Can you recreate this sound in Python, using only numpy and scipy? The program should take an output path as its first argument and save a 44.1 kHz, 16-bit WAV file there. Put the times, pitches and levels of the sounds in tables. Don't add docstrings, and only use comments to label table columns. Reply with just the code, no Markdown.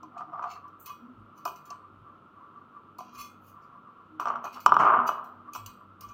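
import sys
import numpy as np
from scipy import signal
from scipy.fft import rfft, irfft
from scipy.io import wavfile

SR = 44100
rng = np.random.default_rng(int(sys.argv[2]) if len(sys.argv) > 2 else 0)


def wav_record(signal):
    frames = np.transpose(np.atleast_2d(signal))
    bounded = np.clip(frames, -1, 1)
    quanta = np.round(bounded * 32767).astype(np.int16)
    wavfile.write(sys.argv[1], SR, quanta)


N = 270421
TIME = np.arange(N) / SR
RING_TIME = TIME[:SR // 2]
RING_N = len(RING_TIME)


# (time [s], level [dB], top octave [dB], sheet ring [dB])
CLINKS = [(0.0294, -42.5, -24, -5), (0.1756, -45, -32, 7.5), (0.424, -48.5, -35, 11), (0.679, -53, -16, -4),
          (0.8588, -32.5, -7, 3), (1.4518, -25, -11.5, 0), (1.4789, -36, -27, 2.5), (1.558, -40.5, -15, 3),
          (1.654, -43.5, -12, 4), (1.703, -30.5, -28, -6), (2.9837, -34, -16.5, 1.5),
          (4.2, -31.5, -17.5, 1.5), (4.2712, -43, -40, -16), (4.2822, -37, -35, -3),
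          (4.4427, -32.5, -20, -3), (4.525, -46.5, -14, 11.5), (4.6022, -38.5, -16, 2),
          (4.6598, -16, -24.5, -16), (4.741, -34, -17.5, -19), (4.793, -36, -22.5, 9),
          (5.0739, -29.5, -24, -2), (5.24, -54, -9.5, 10.5), (5.5331, -30, -14, 1.5),
          (5.661, -25.5, -14, -4), (6.0077, -35.5, -7, -4.5)]

def clinks(gain_db=12.0, ring_db=-1.5, room_db=-5.5, bright_db=9.0, crunch_s=0.0007, snaps_per_s=1500):
    out = np.zeros((2, N))
    for s, db, top_db, free_db in CLINKS:
        snaps = rng.standard_normal(RING_N) * (.1 + (rng.random(RING_N) < snaps_per_s / SR))
        crunch = unit_energy(snaps * np.exp(-RING_TIME / crunch_s) * soft_start(.002))
        reflections = amp(room_db + free_db) * room()[0]
        tick = unit_energy(convolve(crunch + reflections, contact_ring()))
        shimmer = amp(ring_db + free_db) * sheet_ring(s) * soft_start(.005)
        clink = shelf(tick + shimmer, 8200, top_db + bright_db)
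        add(out, s, amp(db + gain_db) * clink)
    return above(out, 1900, order=4)


# (frequency [Hz], level [dB])
CONTACT_SPECTRUM = [(1400, -15.5), (2100, -20), (2700, 6.5), (3500, -18), (4400, 4), (5200, -4.5),
                    (6000, 7.5), (7700, -6), (8900, -24), (9900, 3.5), (11000, -19), (12800, 2),
                    (14500, 11.5), (16000, -4.5)]

def contact_ring(t60_s=0.028, count=30):
    hz = np.linspace(2200, 15800, count) + rng.uniform(-220, 220, count)
    weight = amp(read(CONTACT_SPECTRUM, hz)) * rng.uniform(0.15, 1, count)
    return stereo_modes(hz, weight, t60_s)


# (frequency [Hz], spread [Hz], level [dB])
SHEET_MODES = [(2210, 110, -8), (2495, 60, 1.5), (2935, 50, -4), (3270, 130, -11), (3830, 40, -12),
               (4070, 90, -12), (4450, 35, -10), (4710, 28, -8), (5800, 180, -19), (6480, 41, -14),
               (7380, 26, -18), (7600, 53, -16), (7830, 33, -19), (8240, 56, -10), (9050, 29, -31),
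               (9700, 25, -18), (10000, 28, -26), (10700, 78, -22), (11200, 37, -33), (12000, 35, -20),
               (12700, 29, -9), (13600, 28, -11), (14000, 52, -13), (14400, 22, -12), (14600, 55, -9),
               (15100, 46, -19), (15300, 28, -17), (15500, 27, -13), (15600, 33, -16), (15700, 16, -15)]

def sheet_ring(s, free_t60_s=0.34, clamped_t60_s=0.17, clamped_until_s=.75, crowd_count=110):
    t60_s = clamped_t60_s if s < clamped_until_s else free_t60_s
    hz, spread_hz, db = np.repeat(SHEET_MODES, 3, axis=0).T
    hz = hz + spread_hz * rng.uniform(-1.1, 1, len(hz))
    hz = hz * rng.uniform(.99, 1.01)
    main = stereo_modes(hz, amp(db) * np.sqrt(spread_hz) * rng.standard_normal(len(hz)), t60_s)
    crowd_hz = np.linspace(2000, 15800, crowd_count) + rng.uniform(-80, 80, crowd_count)
    crowd_weight = amp(read(CONTACT_SPECTRUM, crowd_hz)) * rng.standard_normal(crowd_count)
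    return unit_energy(main + stereo_modes(crowd_hz, crowd_weight, t60_s / 2))


# (peak time [s], level [dB], top octave [dB], rise [s], fall [s])
SCRAPES = [(0.2, -71, -87, 0.041, .04), (0.515, -52.5, -64, 0.054, 0.07), (0.801, -80, -51, 0.0076, 0.07),
           (0.868, -50.5, -59, .02, 0.071), (1.38, -70, -68.5, .03, 0.07), (3.06, -66, -92, .06, 0.2),
           (3.152, -52, -59, 0.027, 0.017), (3.2, -45.5, -48, 0.042, .085), (3.49, -66.5, -60, 0.079, .04),
           (3.625, -74, -84, .025, .08), (4.447, -53.5, -60, 0.018, 0.073), (4.542, -53, -62, 0.022, .06),
           (4.608, -61, -59, 0.02, 0.09), (4.805, -55.5, -76, .015, 0.14),
           (5.077, -40, -39.5, 0.014, 0.022), (5.558, -42.5, -45, 0.023, 0.026),
           (6.02, -56.5, -62, 0.014, 0.058), (6.087, -57.5, -65, .015, 0.046)]

def scrapes(coarse_db=1.0, ring_db=-1.5, room_db=-9.5):
    grains = slips(per_s=1300, spread_db=3.5)
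    treble = above(grains, 7000)
    coarse, fine = unit_rms(grains - treble), unit_rms(treble)
    out = np.zeros((2, N))
    for s, db, top_db, rise_s, fall_s in SCRAPES:
        rasp = (amp(coarse_db + db) * coarse + amp(top_db) * fine) * stroke(s, 0, rise_s, fall_s)
        start_s = max(s - 2 * rise_s, 0)
        rasp = rasp[round(start_s * SR):][:RING_N]
        contact = convolve((RING_TIME == 0) + amp(room_db) * room()[0], contact_ring())
        response = unit_energy(contact + amp(ring_db) * sheet_ring(s))
        add(out, start_s, signal.fftconvolve(rasp[None], response, axes=1))
    return above(out, 1500, order=4)


# (frequency [Hz], level [dB])
BODY_SPECTRUM = [(30, -84), (110, -29.5), (240, -29), (430, -29.5), (690, -16), (830, -11), (960, -3),
                 (1060, -5.5), (1175, 4.5), (1390, -4), (1900, -35.5), (2700, -31), (6000, -58.5),
                 (14000, -100)]
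# (frequency [Hz], t60 [s], level [dB])
AFTER_RING_MODES = [(390.7, 0.22, -15), (660, 0.081, -17), (727, 0.085, -3), (920, 0.015, -13),
                    (1011, 0.12, 7.5), (1181.5, 0.067, 4), (1185, 0.35, -8.5)]
# (frequency [Hz], t60 [s], level [dB])
JAW_MODES = [(2430, 0.014, 0.5), (2976, 0.026, 3), (4100, .02, -12), (5440, 0.0078, 3.5), (5650, .012, 5.5),
             (7520, .012, -5)]
# (time [s], level [dB], hardness [dB], after-ring [dB], handle clack [dB])
KNOCKS = [(0.03, -36.5, -5, 30, -11.5), (0.208, -29.5, -2, -5, -17), (0.333, -33.5, -1, 3, -1),
          (0.394, -23, -15, -3, -28), (0.424, -27, -5, 6, -22), (0.441, -21, -2.5, -9, -33),
          (1.4541, -25.5, 11, -7, -10), (1.457, -20.5, -21, 5, -7), (1.477, -26, 13.5, -1, -18),
          (1.705, -39, -7, 6, 3), (2.986, -31, -12, 30, -15), (3.006, -32, 16.5, 9, 3.5),
          (4.198, -18.5, 6.5, -9, -23.5), (4.256, -18.5, 4, -15, -11), (4.272, -18, 0.5, -7, -11.5),
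          (4.302, -19, -5, -3, -8), (4.357, -20.5, -4, -10, -25.5), (4.441, -27, 4, -19, -0.5),
          (4.451, -27, -8, -4, -24), (4.662, -0.5, 6, -3, -32), (4.721, -1.5, -15, -2.5, -28),
          (4.742, -12.5, 4.5, -6.5, -23.5), (4.7668, -3.5, -9, -7.5, -38.5), (4.791, -19, 6.5, 2.5, -19.5),
          (4.83, -25, 11.5, 10, -16), (4.947, -15, -28.5, -12.5, -19), (4.99, -14.5, -36, -14, -16),
          (5.091, -10.5, 1.5, -8.5, -12.5), (5.551, -27.5, 19, 0, -15.5), (5.56, -27, 6, -2, -16)]

def knocks(gain_db=-0.5, ring_db=-2.5, clack_db=1.5, jaws_db=-28.5, room_db=-10.0,
           clack_hz=695, clack_t60_s=0.077, detune=0.036, desk_from_s=4.65):
    out = np.zeros(N)
    after_ring = struck_modes(AFTER_RING_MODES, rise_s=0.0045)
    for s, db, hard_db, after_db, handles_db in KNOCKS:
        handle_hz = clack_hz * (1 + detune * rng.uniform(-1, 1))
        clack = struck_modes([(handle_hz, clack_t60_s, 0)], rise_s=0.0015)
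        jaw_modes = [(hz * (1 + detune * rng.uniform(-1.1, 1)), t60_s, mode_db)
                     for hz, t60_s, mode_db in JAW_MODES]
        knock = amp(ring_db + after_db) * after_ring + amp(clack_db + handles_db) * clack
        knock += amp(jaws_db + hard_db) * struck_modes(jaw_modes, rise_s=0.0016)
        add(knock, 0, impulse(BODY_SPECTRUM, top_db=hard_db / 2, top_hz=2050))
        if s < desk_from_s:
            knock = convolve(knock, chatter())[0]
        knock = amp(db + gain_db) * knock / abs(knock).max()
        add(out, s, knock)
        add(out, s + 0.031, amp(-19) * knock)
    return out + amp(room_db) * convolve(out, room(rise_s=0.011)[0])


def chatter(decay_s=.012, jolts_per_s=250, jolt_db=-8.5):
    jolts = rng.standard_normal(RING_N) * (rng.random(RING_N) < jolts_per_s / SR)
    envelope = np.exp(-RING_TIME / decay_s) * soft_start(.004)
    return (RING_TIME == 0) + amp(jolt_db) * jolts * envelope


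# (frequency [Hz], level [dB])
CRACK_SPECTRUM = [(3500, -31.5), (5000, 3), (7500, -5), (9000, -16.5), (12000, -14), (15000, -6.5)]

def bright_crack(at_s=4.6625, gain_db=-21, decay_s=.003, correlation=-0.66):
    left, other = rng.standard_normal((2, RING_N)) * np.exp(-RING_TIME / decay_s) * soft_start(.001)
    right = correlation * left + np.sqrt(1 - correlation ** 2) * other
    out = np.zeros((2, N))
    add(out, at_s, amp(gain_db) * convolve(np.array([left, right]), impulse(CRACK_SPECTRUM)))
    return out


# (frequency [Hz], level [dB])
BITE_SPECTRUM = [(200, -34), (560, -47), (700, 5.5), (830, -8), (1010, -9), (1090, -2), (1180, 8),
                 (1330, -3), (1600, -24.5), (2000, -28), (2900, -44), (5000, -50), (11000, -75)]
# (peak time [s], level [dB], rise [s], fall [s])
BITES = [(0.165, -41.5, 0.054, 0.091), (0.222, -36, 0.044, 0.028), (0.388, -34.5, 0.14, 0.016),
         (0.445, -31, 0.066, 0.13)]

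def bites(gain_db=-2.0):
    friction = strokes(BITES) * slips(per_s=900, spread_db=2.0)
    return amp(gain_db) * convolve(friction, impulse(BITE_SPECTRUM))


# (frequency [Hz], level [dB])
GRIP_SPECTRUM = [(200, -31), (600, -39.5), (690, -15), (850, -44), (1010, 3), (1080, -7.5), (1165, 11),
                 (1260, -14), (1600, -21.5), (2900, -50), (9000, -59)]
# (peak time [s], level [dB], length [s])
GRIP_SHIFTS = [(0.568, -37.5, 0.058), (0.652, -44.5, 0.11), (0.728, -49.5, 0.086), (0.9, -41.5, .14),
               (1.061, -51.5, 0.058), (1.396, -55, 0.43), (1.62, -53, 0.27), (1.723, -42, 0.17),
               (1.83, -53, 0.19), (2.083, -48, 0.16), (2.426, -48, 0.28), (2.58, -49, .18),
               (2.765, -45.5, 0.11), (2.878, -56, .14), (3.196, -44, 0.27), (3.594, -49, 0.29),
               (3.749, -47, 0.17), (3.88, -49, .1), (3.996, -51, 0.21), (5.485, -43.5, 0.08),
               (5.579, -45.5, 0.21), (5.683, -44, 0.088), (5.821, -50, .12), (6.031, -45.5, 0.11),
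               (6.106, -51, 0.12)]

def grip_shifts(gain_db=-0.5, rise_share=0.49):
    envelope = sum(stroke(s, db, rise_share * length_s, (1 - rise_share) * length_s)
                   for s, db, length_s in GRIP_SHIFTS)
    return amp(gain_db) * convolve(envelope * rng.standard_normal(N), impulse(GRIP_SPECTRUM))


# (frequency [Hz], level [dB])
SLIDE_SPECTRUM = [(59, -81.5), (100, -35), (212, -34.5), (242, -21), (360, -19.5), (388, -10.5), (505, -20),
                  (633, -5.5), (750, -8), (1200, 6), (1820, -22.5), (3020, -23), (3380, -35.5),
                  (5950, -54.5), (9000, -88.5), (11700, -112), (19800, -120)]
# (peak time [s], level [dB], rise [s], fall [s])
FUMBLES = [(4.21, -34, 0.018, 0.055), (4.282, -34, 0.036, 0.22), (4.452, -38, 0.011, 0.065),
           (4.572, -43, 0.035, 0.076)]

def fumble_and_slide(fumble_db=2.5, slide_db=-18, start_s=4.788, rise_s=0.016, push_s=0.15,
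                     fade_db_per_s=82, treble_hz=1880, treble_db=-2.5, dull_db_per_s=25):
    t = np.maximum(TIME - start_s, 0)
    sliding = np.minimum(t / rise_s, 1) * amp(slide_db - fade_db_per_s * np.maximum(t - push_s, 0))
    friction = (amp(fumble_db) * strokes(FUMBLES) + sliding) * slips(per_s=1600, spread_db=-0.5)
    rub = convolve(friction, impulse(SLIDE_SPECTRUM))
    rub = shelf(rub, treble_hz, treble_db - dull_db_per_s * t)
    return above(rub, 80, order=3) - above(rub, 3700, order=5)


# (peak time [s], level [dB], rise [s], fall [s])
HAND_MOVES = [(4.33, -64, 0.15, 0.22), (4.69, -42, 0.023, 0.18), (4.81, -37.5, 0.087, .1),
              (4.97, -48, 0.13, 0.14)]

def hand_rumble(gain_db=-2.0, floor_db=-64.5):
    spectrum_hz_db = [(30, -23), (70, -20), (130, -5), (260, -6.5), (380, -10), (600, -38), (1500, -57)]
    envelope = amp(floor_db) + strokes(HAND_MOVES)
    return amp(gain_db) * convolve(envelope * rng.standard_normal(N), impulse(spectrum_hz_db))


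# (peak time [s], level [dB], rise [s], fall [s])
WAFTS = [(1.205, -52, .13, 0.059), (2.0, -55, 0.19, 0.081), (3.2, -54, .09, 0.031),
         (5.615, -52.5, 0.15, 0.23), (6.05, -51.5, 0.12, .2)]

def wafts(gain_db=-1.0):
    spectrum_hz_db = [(20, -26), (50, 15.5), (75, -22), (100, 25), (160, -22), (500, -49)]
    return amp(gain_db) * convolve(strokes(WAFTS) * rng.standard_normal(N), impulse(spectrum_hz_db))


# (peak time [s], level [dB], frequency [Hz], length [s])
HAND_HUMS = [(0.009, -47, 311.3, 0.11), (0.298, -48.5, 311.5, 0.13), (1.047, -40, 239.4, 0.1),
             (1.114, -44.5, 252.5, 0.11), (1.208, -52, 211, 0.13), (4.164, -44.5, 312.4, 0.2),
             (4.401, -46, 238, 0.18), (4.574, -50, 246, 0.13), (5.012, -36.5, 244.3, 0.17)]

def hand_hums(gain_db=-3.0):
    out = np.zeros(N)
    for s, db, hz, length_s in HAND_HUMS:
        t = np.arange(0, length_s, 1 / SR)
        envelope = amp(db + gain_db) * np.sin(np.pi * t / length_s) ** 2
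        add(out, s - length_s / 2, envelope * np.sin(2 * np.pi * hz * t))
    return out


# (frequency [Hz], t60 [s])
ROOM_DECAY = [(200, 0.71), (1100, 0.29), (3000, 0.45), (8000, 0.13), (15000, 0.31)]

def room(rise_s=0.002):
    hz, t, bands = signal.stft(rng.choice([-1., 1.], (2, RING_N)), SR, nperseg=256)
    decay = amp(-60 * t / read(ROOM_DECAY, hz)[:, None])
    tail = signal.istft(bands * decay, SR, nperseg=256)[1]
    return unit_energy(tail[:, :RING_N] * np.minimum(RING_TIME / rise_s, 1) ** 2)


# (frequency [Hz], level [dB])
AIR_SPECTRUM = [(15, -48.5), (25, -18.5), (108, -15.5), (223, -6), (476, -10.5), (840, -14.5), (1160, -2.5),
                (1370, 1.5), (1480, -16), (1890, -28), (2910, -25.5), (5000, -43), (9070, -51.5),
                (14800, -50), (16000, -55)]

def room_air(level_db=-56.5):
    return amp(level_db) * convolve(rng.standard_normal(N), impulse(AIR_SPECTRUM))


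# (frequency [Hz], level [dB])
HUM_PARTIALS = [(96.9, -67.5), (145.3, -72), (193.8, -70), (242.2, -66), (312.2, -70.5)]

def mains_hum(gain_db=-3.0):
    knots_s = np.linspace(0, TIME[-1], 50)
    hum = np.zeros(N)
    for hz, db in HUM_PARTIALS:
        waver = 1 + np.interp(TIME, knots_s, rng.standard_normal(len(knots_s)))
        hum += amp(db) * waver * np.sqrt(2) * np.sin(2 * np.pi * (hz * TIME + rng.random()))
    return amp(gain_db) * hum


def slips(per_s, spread_db):
    size = amp(spread_db * np.minimum(rng.exponential(1, N), 4))
    return unit_rms(size * rng.choice([-1., 1.], N) * (rng.random(N) < per_s / SR))


def stroke(s, db, rise_s, fall_s, drop_db=22.5, roundness=1.17):
    away = np.maximum((s - TIME) / rise_s, (TIME - s) / fall_s)
    gain, near = np.zeros(N), away < 4
    gain[near] = amp(db - drop_db * away[near] ** roundness)
    return gain


def strokes(rows):
    return sum(stroke(*row) for row in rows)


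def stereo_modes(hz, weight, t60_s):
    phase = rng.uniform(0, 2 * np.pi, len(hz)) + 0.78 * rng.standard_normal((2, len(hz)))
    angle = 2 * np.pi * hz[:, None] * RING_TIME
    tones = (weight * np.cos(phase)) @ np.sin(angle) + (weight * np.sin(phase)) @ np.cos(angle)
    return unit_energy(tones * amp(-60 * RING_TIME / t60_s))


def struck_modes(modes, rise_s):
    tones = sum(amp(db - 60 * RING_TIME / t60_s) * np.sin(2 * np.pi * hz * RING_TIME)
                for hz, t60_s, db in modes)
    return unit_energy(soft_start(rise_s) * tones)


def soft_start(rise_s):
    return np.sin(np.pi / 2 * np.minimum(RING_TIME / rise_s, 1)) ** 2


def impulse(points, top_db=0, top_hz=9000, size=8192):
    hz = abs(np.fft.fftfreq(size, 1 / SR))
    lift_db = top_db * (1 - 1 / (1 + (hz / top_hz) ** 16))
    log_gain = np.log(amp(read(points, hz) + lift_db))
    response = np.fft.ifft(np.exp(np.conj(signal.hilbert(log_gain)))).real[:size // 2]
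    return unit_energy(response * np.hanning(size)[size // 2:])


def above(x, hz, order=6):
    f = np.fft.rfftfreq(x.shape[-1], 1 / SR)
    return irfft(rfft(x) * (1 - 1 / (1 + (f / hz) ** (2 * order))), x.shape[-1])


def shelf(x, hz, db):
    return x + (amp(db) - 1) * above(x, hz)


def convolve(x, response):
    return signal.fftconvolve(np.atleast_2d(x), np.atleast_2d(response), axes=1)[:, :x.shape[-1]]


def read(points, hz):
    f, value = np.transpose(points)
    return np.interp(np.log(hz + 1), np.log(f + 1), value)


def add(mix, s, sound):
    part = mix[..., max(round(s * SR), 0):][..., :sound.shape[-1]]
    part += sound[..., :part.shape[-1]]


def amp(db):
    return 10 ** (np.asarray(db) / 20)


def unit_rms(x):
    return x / np.sqrt(np.mean(x ** 2) + 1e-20)


def unit_energy(x):
    return x / np.linalg.norm(x, axis=-1, keepdims=True)


def scene():
    impacts = knocks() + bright_crack()
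    rubbing = bites() + grip_shifts() + fumble_and_slide()
    sheet = clinks() + scrapes()
    handling = hand_rumble() + wafts() + hand_hums()
    return impacts + rubbing + sheet + handling + room_air() + mains_hum()


def record(dry, side_db=-8.5, low_cut_hz=28, side_from_hz=4760, high_cut_hz=16100):
    mid = above(dry.mean(0), low_cut_hz, order=3)
    side = amp(side_db) * above((dry[0] - dry[1]) / 2, side_from_hz)
    lowpass = signal.firwin(401, high_cut_hz, window=("kaiser", 8), fs=SR)
    return signal.oaconvolve(np.array([mid + side, mid - side]), lowpass[None], "same")


dry = scene()
out = record(dry)
wav_record(out)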